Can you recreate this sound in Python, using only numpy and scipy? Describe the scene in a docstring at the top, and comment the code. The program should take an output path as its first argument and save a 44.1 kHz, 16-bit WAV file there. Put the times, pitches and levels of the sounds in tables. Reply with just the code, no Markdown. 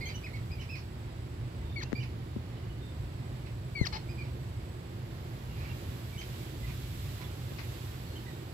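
"""Babblers call in short clusters in a garden: arched whistles that often break into a rasp.
Each note sums syrinx overtones, coloured by throat and beak, with a short echo from yard walls.
Shaped noise makes distant rumble, a steady bed, an insect's whine, a faint high hiss band and leaves that
hiss as the breeze rises. A hand-held phone hears it all; fingers knock on it (sagging thumps with ticks)
near its left microphone, the duller of the two."""
import sys
import numpy as np
from scipy import signal
from scipy.fft import rfft, irfft, next_fast_len
from scipy.io import wavfile
from scipy.ndimage import uniform_filter1d

SR = 44100
rng = np.random.default_rng(int(sys.argv[2]) if len(sys.argv) > 2 else 0)


def generate_wav(sig):
    """Save sig (samples, or channels by samples) to the path in sys.argv[1] as 16-bit PCM at SR."""
    pcm = np.round(np.clip(np.atleast_2d(sig).T, -1, 1) * 32767).astype(np.int16)
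    wavfile.write(sys.argv[1], SR, pcm)


def ratio_of_db(decibels):
    """Turn decibels (scalar or array-like) into linear amplitude factors; 0 dB maps to 1."""
    return 10 ** (np.asarray(decibels, float) / 20)


N = 376173
SIZE = next_fast_len(N)
HZ = np.arange(SIZE // 2 + 1) * SR / SIZE


def shape(points, hz):
    """A spectrum table read on a log-frequency axis."""
    f, value = np.transpose(points)
    return np.interp(np.log(hz + 1), np.log(f), value)


def curve(rows):
    """A level table in dB as a gain for every sample."""
    s, db = np.transpose(rows)
    return ratio_of_db(np.interp(np.arange(N) / SR, s, db))


def walk(rate, count):
    """Random levels held 1 / rate s and slewed twice; spread near 1."""
    hold = int(SR / rate)
    steps = np.repeat(rng.standard_normal(count // hold + 1), hold)
    slewed = uniform_filter1d(uniform_filter1d(steps, hold), hold)
    return 1.3 * slewed[:count]


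def noise(gain):
    """Stereo noise of rms 1 with this gain per frequency; the two sides share their bass."""
    # how far the two sides hear the same noise: (frequency [Hz], common share of power [0-1])
    alike = [(25, 0.65), (60, 1), (130, 1), (290, 1), (640, 0.57), (1400, 0.023), (3000, 0), (6000, .0)]
    common, left, right = rfft(rng.standard_normal((3, SIZE)))
    share = np.clip(shape(alike, HZ), 0, 1)
    pair = np.sqrt(share) * common + np.sqrt(1 - share) * np.array([left, right])
    x = irfft(pair * gain, SIZE)[:, :N]
    return x / np.sqrt(np.mean(x ** 2))


def garden():
    """Far rumble, a steady bed, breeze-led leaves, one narrow insect whine and a faint steady high hiss band."""
    # rise and fall of the far rumble: (time [s], level [dB])
    rumble_level = [(0.0, -37), (0.71, -40), (1.73, -37.5), (2.09, -38.5), (3.61, -38.5), (4.39, -38),
                    (4.89, -41.5), (5.75, -38), (6.32, -41), (6.72, -36), (8.53, -43.5)]
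    # spectrum of the far rumble: (frequency [Hz], relative density [dB])
    rumble_tone = [(25, -24), (40, -16.5), (55, -1), (70, -1.5), (92, 2), (108, 2), (125, 4), (150, -7),
                   (200, -16), (260, -15.5), (400, -52)]
    rumble = curve(rumble_level) * noise(ratio_of_db(shape(rumble_tone, HZ)))

    # spectrum of the steady bed: (frequency [Hz], relative density [dB])
    bed_tone = [(88, -22.5), (150, -2.5), (205, -9.5), (280, -11), (346, -5.5), (429, -13), (1180, -21.5),
                (1300, -24), (2080, -24), (4700, -31.5), (6300, -41), (7950, -34.5), (8600, -107),
                (10400, -53), (15700, -60)]
    bed_db = -46.5 + 0.62 * walk(6, N)
    bed = ratio_of_db(bed_db) * noise(ratio_of_db(shape(bed_tone, HZ)) * (HZ > 120) * (HZ < 15600))

    # leaf hiss as the breeze comes and goes: (time [s], level [dB])
    breeze_level = [(0, -57.5), (1.3, -65), (2.3, -64.5), (4.2, -60.5), (4.8, -61.5), (5.75, -53.5),
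                    (6.75, -50), (7.9, -50.5), (8.2, -53), (8.53, -55.5)]
    # spectrum of the leaf hiss: (frequency [Hz], relative density [dB])
    leaf_tone = [(600, -9.5), (1500, -1.5), (3500, 0.5), (6000, -7.5), (7800, -5), (8900, -14.5),
                 (10500, -6.5), (12500, -4), (14800, -7), (15800, -18)]
    flicker = ratio_of_db(.6 * walk(12, N))
    leaves = curve(breeze_level) * flicker * noise(ratio_of_db(shape(leaf_tone, HZ)) * (HZ > 400))

    # loudness of the insect: (time [s], level [dB])
    insect_level = [(0, -67.5), (1.65, -71), (1.9, -91), (2.6, -80), (2.95, -67), (4.9, -67.5), (5.1, -83),
                    (6.1, -66), (8.53, -67)]
    insect_hz, insect_width_hz = 7840, 232
    insect = curve(insect_level) * noise(1 / (1 + (2 * (HZ - insect_hz) / insect_width_hz) ** 2))

    high_band_hz, high_band_width_hz, high_band_db = 10330, 860, -74
    high_band = ratio_of_db(high_band_db) * noise(1 / (1 + (2 * (HZ - high_band_hz) / high_band_width_hz) ** 2))
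    return rumble + bed + leaves + insect + high_band


def bends(length, rise_s, fall_s):
    """Times in a note, and two parabolas that reach 1 at its start and at its end."""
    t = np.linspace(0, length, num=14)
    before = np.clip(1 - t / rise_s, 0, 1) ** 2
    after = np.clip(1 - (length - t) / fall_s, 0, 1) ** 2
    return t, before, after


def chirp(s, length, hz, db, pan_db):
    """Slides up, holds while fading, sinks a little at the end; brightest while it holds."""
    echo_db, rough = -1.5, .22
    bright, edge_bright = -0.93, -2  # dB per kHz
    t, before, after = bends(length, rise_s=.016, fall_s=.02)
    pitch = hz * (1 - .1 * before - .07 * after)
    level_db = db - 4 * before - 4 * t / length - 10 * after
    tone = bright + (edge_bright - bright) * np.maximum(before, after)
    return pan_db, echo_db, np.transpose([s + t, pitch, level_db, tone, rough + 0 * t])


def swoop(s, length, hz, db, drop, pan_db):
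    """An arch, duller than a chirp: rise and final drop bend around a sagging top and brighten the tone."""
    echo_db, rough, sag_per_s = -2.5, .1, 1.1  # the sag is a share of the pitch
    bright, edge_bright = -5.5, -3  # dB per kHz
    t, before, after = bends(length, rise_s=.018, fall_s=.022)
    pitch = hz * (1 - .16 * before - drop * after - sag_per_s * t)
    level_db = db - 6 * before - 3 * after
    tone = bright + (edge_bright - bright) * np.maximum(before, after)
    return pan_db, echo_db, np.transpose([s + t, pitch, level_db, tone, rough + 0 * t])


def rasp(s, length, db, bright, pan_db):
    """A harsh burst, every overtone smeared, that swells quickly and dies while its pitch sinks slightly."""
    pitch_hz, sag_share, rough, echo_db = 590, .04, 1, -1.5
    swell = [(0, -3), (.35, 0), (1, -9)]  # (share of the length, dB)
    rows = [(s + u * length, pitch_hz * (1 - sag_share * u), db + d, bright, rough) for u, d in swell]
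    return pan_db, echo_db, rows


def peep(s, length, hz, db, pan_db):
    """A thin, nearly level note with weak overtones, loudest in the middle."""
    sag_share, edge_db, bright, rough, echo_db = .02, -4, -9, .3, -2  # brightness in dB per kHz
    rows = [(s + u * length, hz * (1 - sag_share * (u - .5)), db + edge_db * abs(2 * u - 1), bright, rough)
            for u in (0, .5, 1)]
    return pan_db, echo_db, rows


def scold(s, length, hz, db, rasp_db):
    """The nearest bird's loud whistle sags and brightens, then plunges into a rasp."""
    # the plunge: (time after the whistle [s], pitch [Hz], level against the rasp [dB],
    # brightness [dB per kHz], roughness [0-1])
    plunge = [(0.014, 1748, -4.5, -5, .3), (.023, 1248, 0.5, -1, 0.63), (.035, 860, 2.5, 0.5, .85),
              (.049, 843.5, -25, -6, 0.6)]
    pan_db, echo_db = 13, -11.5
    attack_s, start_db, fade_db, sag_hz_per_s = 0.0085, -10, -7, 3600
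    start_bright, end_bright, end_rough = -6.5, -2, .12  # brightness in dB per kHz
    rows = [(s, hz, db + start_db, start_bright, 0),
            (s + attack_s, hz - sag_hz_per_s * attack_s, db, start_bright, 0),
            (s + length, hz - sag_hz_per_s * length, db + fade_db, end_bright, end_rough)]
    rows += [(s + length + after, f, rasp_db + d, bright, rough) for after, f, d, bright, rough in plunge]
    return pan_db, echo_db, rows


def squawk(s, length, hz, db, rough):
    """The nearest bird's held hoarse note with short edges."""
    pan_db, echo_db = 13, -11.5
    edge_s, edge_db, bright = .008, -5, -1.8  # brightness in dB per kHz
    steps = [(0, edge_db), (edge_s, 0), (length - edge_s, 0), (length, edge_db)]
    return pan_db, echo_db, [(s + u, hz, db + d, bright, rough) for u, d in steps]


def notes():
    """All notes as (pan dB, echo dB, rows of s, pitch Hz, level dB, brightness dB per kHz, roughness 0-1)."""
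    # bright chirps: (start [s], length [s], pitch between the bends [Hz], level [dB], left minus right [dB])
    chirps = [(.005, .03, 2450, -42.5, 4), (0.052, 0.035, 3230, -43.5, 13), (.06, 0.0728, 2350, -45.5, 10),
              (0.139, 0.048, 3000, -46, 3), (0.507, 0.046, 2484, -46.5, 13), (1.949, .04, 2396, -44, -3),
              (4.085, 0.05, 2460, -49.5, -4), (6.176, 0.04, 3160, -44.5, 7)]
    # duller arched swoops: (start [s], length [s], pitch ahead of bends and sag [Hz], level [dB],
    # final drop [share of pitch], left minus right [dB])
    swoops = [(.006, 0.065, 2230, -42.5, .01, -3), (0.233, 0.044, 2600, -43, 0.35, 4),
              (0.33, .047, 2270, -47, 0.106, -3), (0.593, .043, 3116, -49, 0.35, 0),
              (0.688, 0.075, 2680, -45, .2, -3), (1.997, .039, 3083, -47.5, .5, -3),
              (4.173, 0.055, 2496, -47.5, 0.093, -1), (8.151, 0.034, 3210, -49, 0.071, 3),
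              (8.258, .045, 2070, -57.5, .12, -15)]
    # thin peeps of farther birds: (start [s], length [s], middle pitch [Hz], level [dB], left minus right [dB])
    peeps = [(.582, .015, 2290, -49, 4), (1.61, 0.016, 2050, -57, 9), (1.647, 0.13, 3600, -61, -10),
             (1.843, 0.04, 2707, -54, -4), (2.566, 0.017, 3000, -59, -7), (2.627, .02, 2920, -61, 12),
             (2.694, .025, 2955, -61, -10), (2.765, 0.024, 2840, -61, 3), (2.805, .125, 3610, -62, -10),
             (5.33, .04, 2100, -59, 3), (5.49, 0.041, 2810, -57, 6), (5.672, 0.061, 2763, -55, 2),
             (6.12, 0.062, 2288, -52.5, 0), (6.628, .035, 2039, -53.5, -10), (7.141, 0.018, 3515, -58, -12),
             (7.163, .11, 1000, -58, -4), (7.236, .03, 3430, -57, -9), (7.288, 0.022, 1390, -56, -9),
             (8.05, .15, 4320, -62, 8), (8.29, 0.062, 3750, -63, 0)]
    # rasps, often where a swoop breaks off: (start [s], length [s], level [dB],
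    # brightness [dB per kHz], left minus right [dB])
    rasps = [(0.086, 0.05, -45.5, -3, -6), (0.353, 0.025, -50.5, -1.5, -2), (0.607, 0.042, -51, -1.5, -4),
             (0.751, 0.049, -50.5, -1.5, -7), (2.028, 0.0195, -44.5, -3, -8), (3.459, 0.033, -53, -3, -6),
             (4.237, 0.035, -52, -3, 1), (5.551, 0.23, -53, -4.5, -3.5), (5.614, .06, -47.5, -6, 0),
             (6.207, .03, -45, -2.5, -1), (6.67, 0.045, -49, -5, -5), (7.211, 0.027, -50, -4, -14),
             (7.581, 0.041, -48, -3, 21)]
    # scolds of the nearest bird: (start [s], whistle length [s], start pitch [Hz], whistle level [dB],
    # rasp level [dB])
    scolds = [(1.757, .045, 2288, -36, -40.5), (3.749, .088, 2320, -35, -34.5)]
    # its squawk after the second scold: (start [s], length [s], pitch [Hz], level [dB], roughness [0-1])
    squawks = [(3.923, .055, 432, -37.5, .67)]
    kinds = [(chirp, chirps), (swoop, swoops), (peep, peeps), (rasp, rasps), (scold, scolds), (squawk, squawks)]
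    return [kind(*row) for kind, table in kinds for row in table]


def syrinx(rows):
    """Overtones of the syrinx through throat and beak; roughness smears each one into a noisy band."""
    # resonances of throat and beak: (centre [Hz], width [Hz], peak [dB])
    resonances = [(900, 340, 2), (2220, 560, 5.5), (3060, 380, -4), (4300, 560, 7), (5200, 380, 2.5),
                  (6200, 550, -1), (7860, 1200, -20), (13300, 2000, -11)]
    s, *columns = np.transpose(rows)
    t = np.arange(s[0], s[-1], 1 / SR)
    hz, db, bright, rough = (uniform_filter1d(np.interp(t, s, c), size=150, mode="nearest") for c in columns)
    rough = np.clip(rough, 0, 1) ** 1.2

    jitter = (.004 + .015 * rough) * walk(300, len(t))
    phase = 2 * np.pi * np.cumsum(hz * (1 + jitter)) / SR
    k = np.arange(1, 1 + int(15500 / hz.min()))[:, None]  # overtone numbers
    throat = sum(ratio_of_db(peak_db) / (1 + (2 * (k * hz - f) / width) ** 2) for f, width, peak_db in resonances)
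    tilt = ratio_of_db(bright * np.minimum(k * hz, 7000) / 1000)
    gains = throat * tilt * (k * hz < 15500)
    gains = gains / np.sqrt(np.sum(gains ** 2, axis=0) / 2)

    # a slightly rough voice wavers; a rasp scatters each overtone as far as the next
    flutter = np.array([(1 - rough) * walk(350, len(t)) + rough * walk(1000, len(t)) for _ in k])
    waver = np.sqrt(1 - rough) + np.sqrt(rough) * flutter
    voice = np.sum(gains * waver * np.sin(k * phase + k ** 2), axis=0)
    edge = np.clip(np.minimum(t - t[0], t[-1] - t) / .004, 0, 1)
    return voice * ratio_of_db(db) * edge


def birds():
    """Every note at its side, with the short echo of yard walls; the near bird carries least of it."""
    direct, walls = np.zeros((2, N + SR)), np.zeros((1, N + SR))
    for pan_db, echo_db, rows in notes():
        x = syrinx(rows)
        i = int(rows[0][0] * SR)
        direct[:, i:i + len(x)] += x * ratio_of_db(np.array([[pan_db], [-pan_db]]) / 2)
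        walls[:, i:i + len(x)] += x * ratio_of_db(echo_db)
    # moving leaves on the way to the walls make the echo waver
    walls = walls * ratio_of_db(3 * walk(120, N + SR))
    t = np.arange(SR // 2) / SR
    t60_s, delay_s = 0.23, .006
    decay = np.exp(-np.log(1000) * t / t60_s)
    tail = rng.standard_normal((2, len(t))) * decay * np.clip((t - delay_s) / 0.0012, 0, 1)
    tail = tail / np.sqrt(np.sum(tail ** 2, axis=1, keepdims=True))
    echo = signal.fftconvolve(walls, tail, axes=1)[:, :N + SR]
    return (direct + echo)[:, :N]


def knocks():
    """A tick, then a thump through the casing whose pitch sags as the contact spreads."""
    # finger knocks: (time [s], thump level ahead of its envelope [dB], settled ring [Hz], decay by 60 dB [s],
    # tick level [dB], right side against left [dB])
    taps = [(1.92, -16.5, 280, 0.016, -28, -28), (1.929, -10, 230, 0.034, -18, -44),
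            (2.3616, -16.5, 221, 0.046, -56, -23), (3.812, 1, 101, 0.027, -50, -43),
            (7.5186, -21.5, 230, 0.023, -54, -26)]
    tick_lead_s = .0007
    out, t = np.zeros((2, N + SR)), np.arange(SR // 5) / SR
    for s, db, hz, t60, tick_db, right_db in taps:
        cycles = hz * t + .45 * (1 - np.exp(-t * hz / .16))
        attack = 1 - np.exp(-t * hz / .25)
        thump = -np.sin(2 * np.pi * cycles) * attack * np.exp(-np.log(1000) * t / t60)
        thump = np.roll(thump, int(tick_lead_s * SR))
        ring = np.sin(2 * np.pi * 1900 * t) * np.exp(-t / .0008)
        tick = ring + 0.43 * rng.standard_normal(len(t)) * np.exp(-t / 0.00075)
        i = int(s * SR)
        out[:, i:i + len(t)] += (ratio_of_db(db) * thump + ratio_of_db(tick_db) * tick) * np.array([[1], [ratio_of_db(right_db)]])
    return out[:, :N]


def scene():
    """All sources at the two microphone ports."""
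    return birds() + knocks() + garden()


def top_cut(x):
    """Nothing passes above the cut-off."""
    return signal.sosfilt(signal.butter(12, 15870, fs=SR, output="sos"), x)


def record(dry):
    """The left port is later and loses the treble; each microphone adds faint hiss; the top is cut."""
    # response of the left microphone: (frequency [Hz], gain against the right [dB])
    left_mic = [(40, 2), (120, -2), (250, -3), (700, -3.5), (1300, -2), (2400, -6), (5000, -2), (6800, -8),
                (7800, -24), (8800, -14), (10000, -45), (15500, -48)]
    # spectrum of the microphone hiss: (frequency [Hz], relative density [dB])
    hiss_tone = [(3000, 3), (8000, 11), (12000, -4), (14500, 4), (15800, -11)]
    left_lag_s, hiss_db, top_hz = 0.000382, -80, 15800
    lag = np.exp(-2j * np.pi * HZ * left_lag_s)
    left = irfft(rfft(dry[0], SIZE) * ratio_of_db(shape(left_mic, HZ)) * lag, SIZE)[:N]
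    hiss = ratio_of_db(hiss_db) * noise(ratio_of_db(shape(hiss_tone, HZ)) * (HZ > 2000))
    both = np.array([left, dry[1]]) + hiss
    mix = irfft(rfft(both, SIZE) * (HZ < top_hz), SIZE)[:, :N]
    return top_cut(mix)


dry = scene()
out = record(dry)
generate_wav(out)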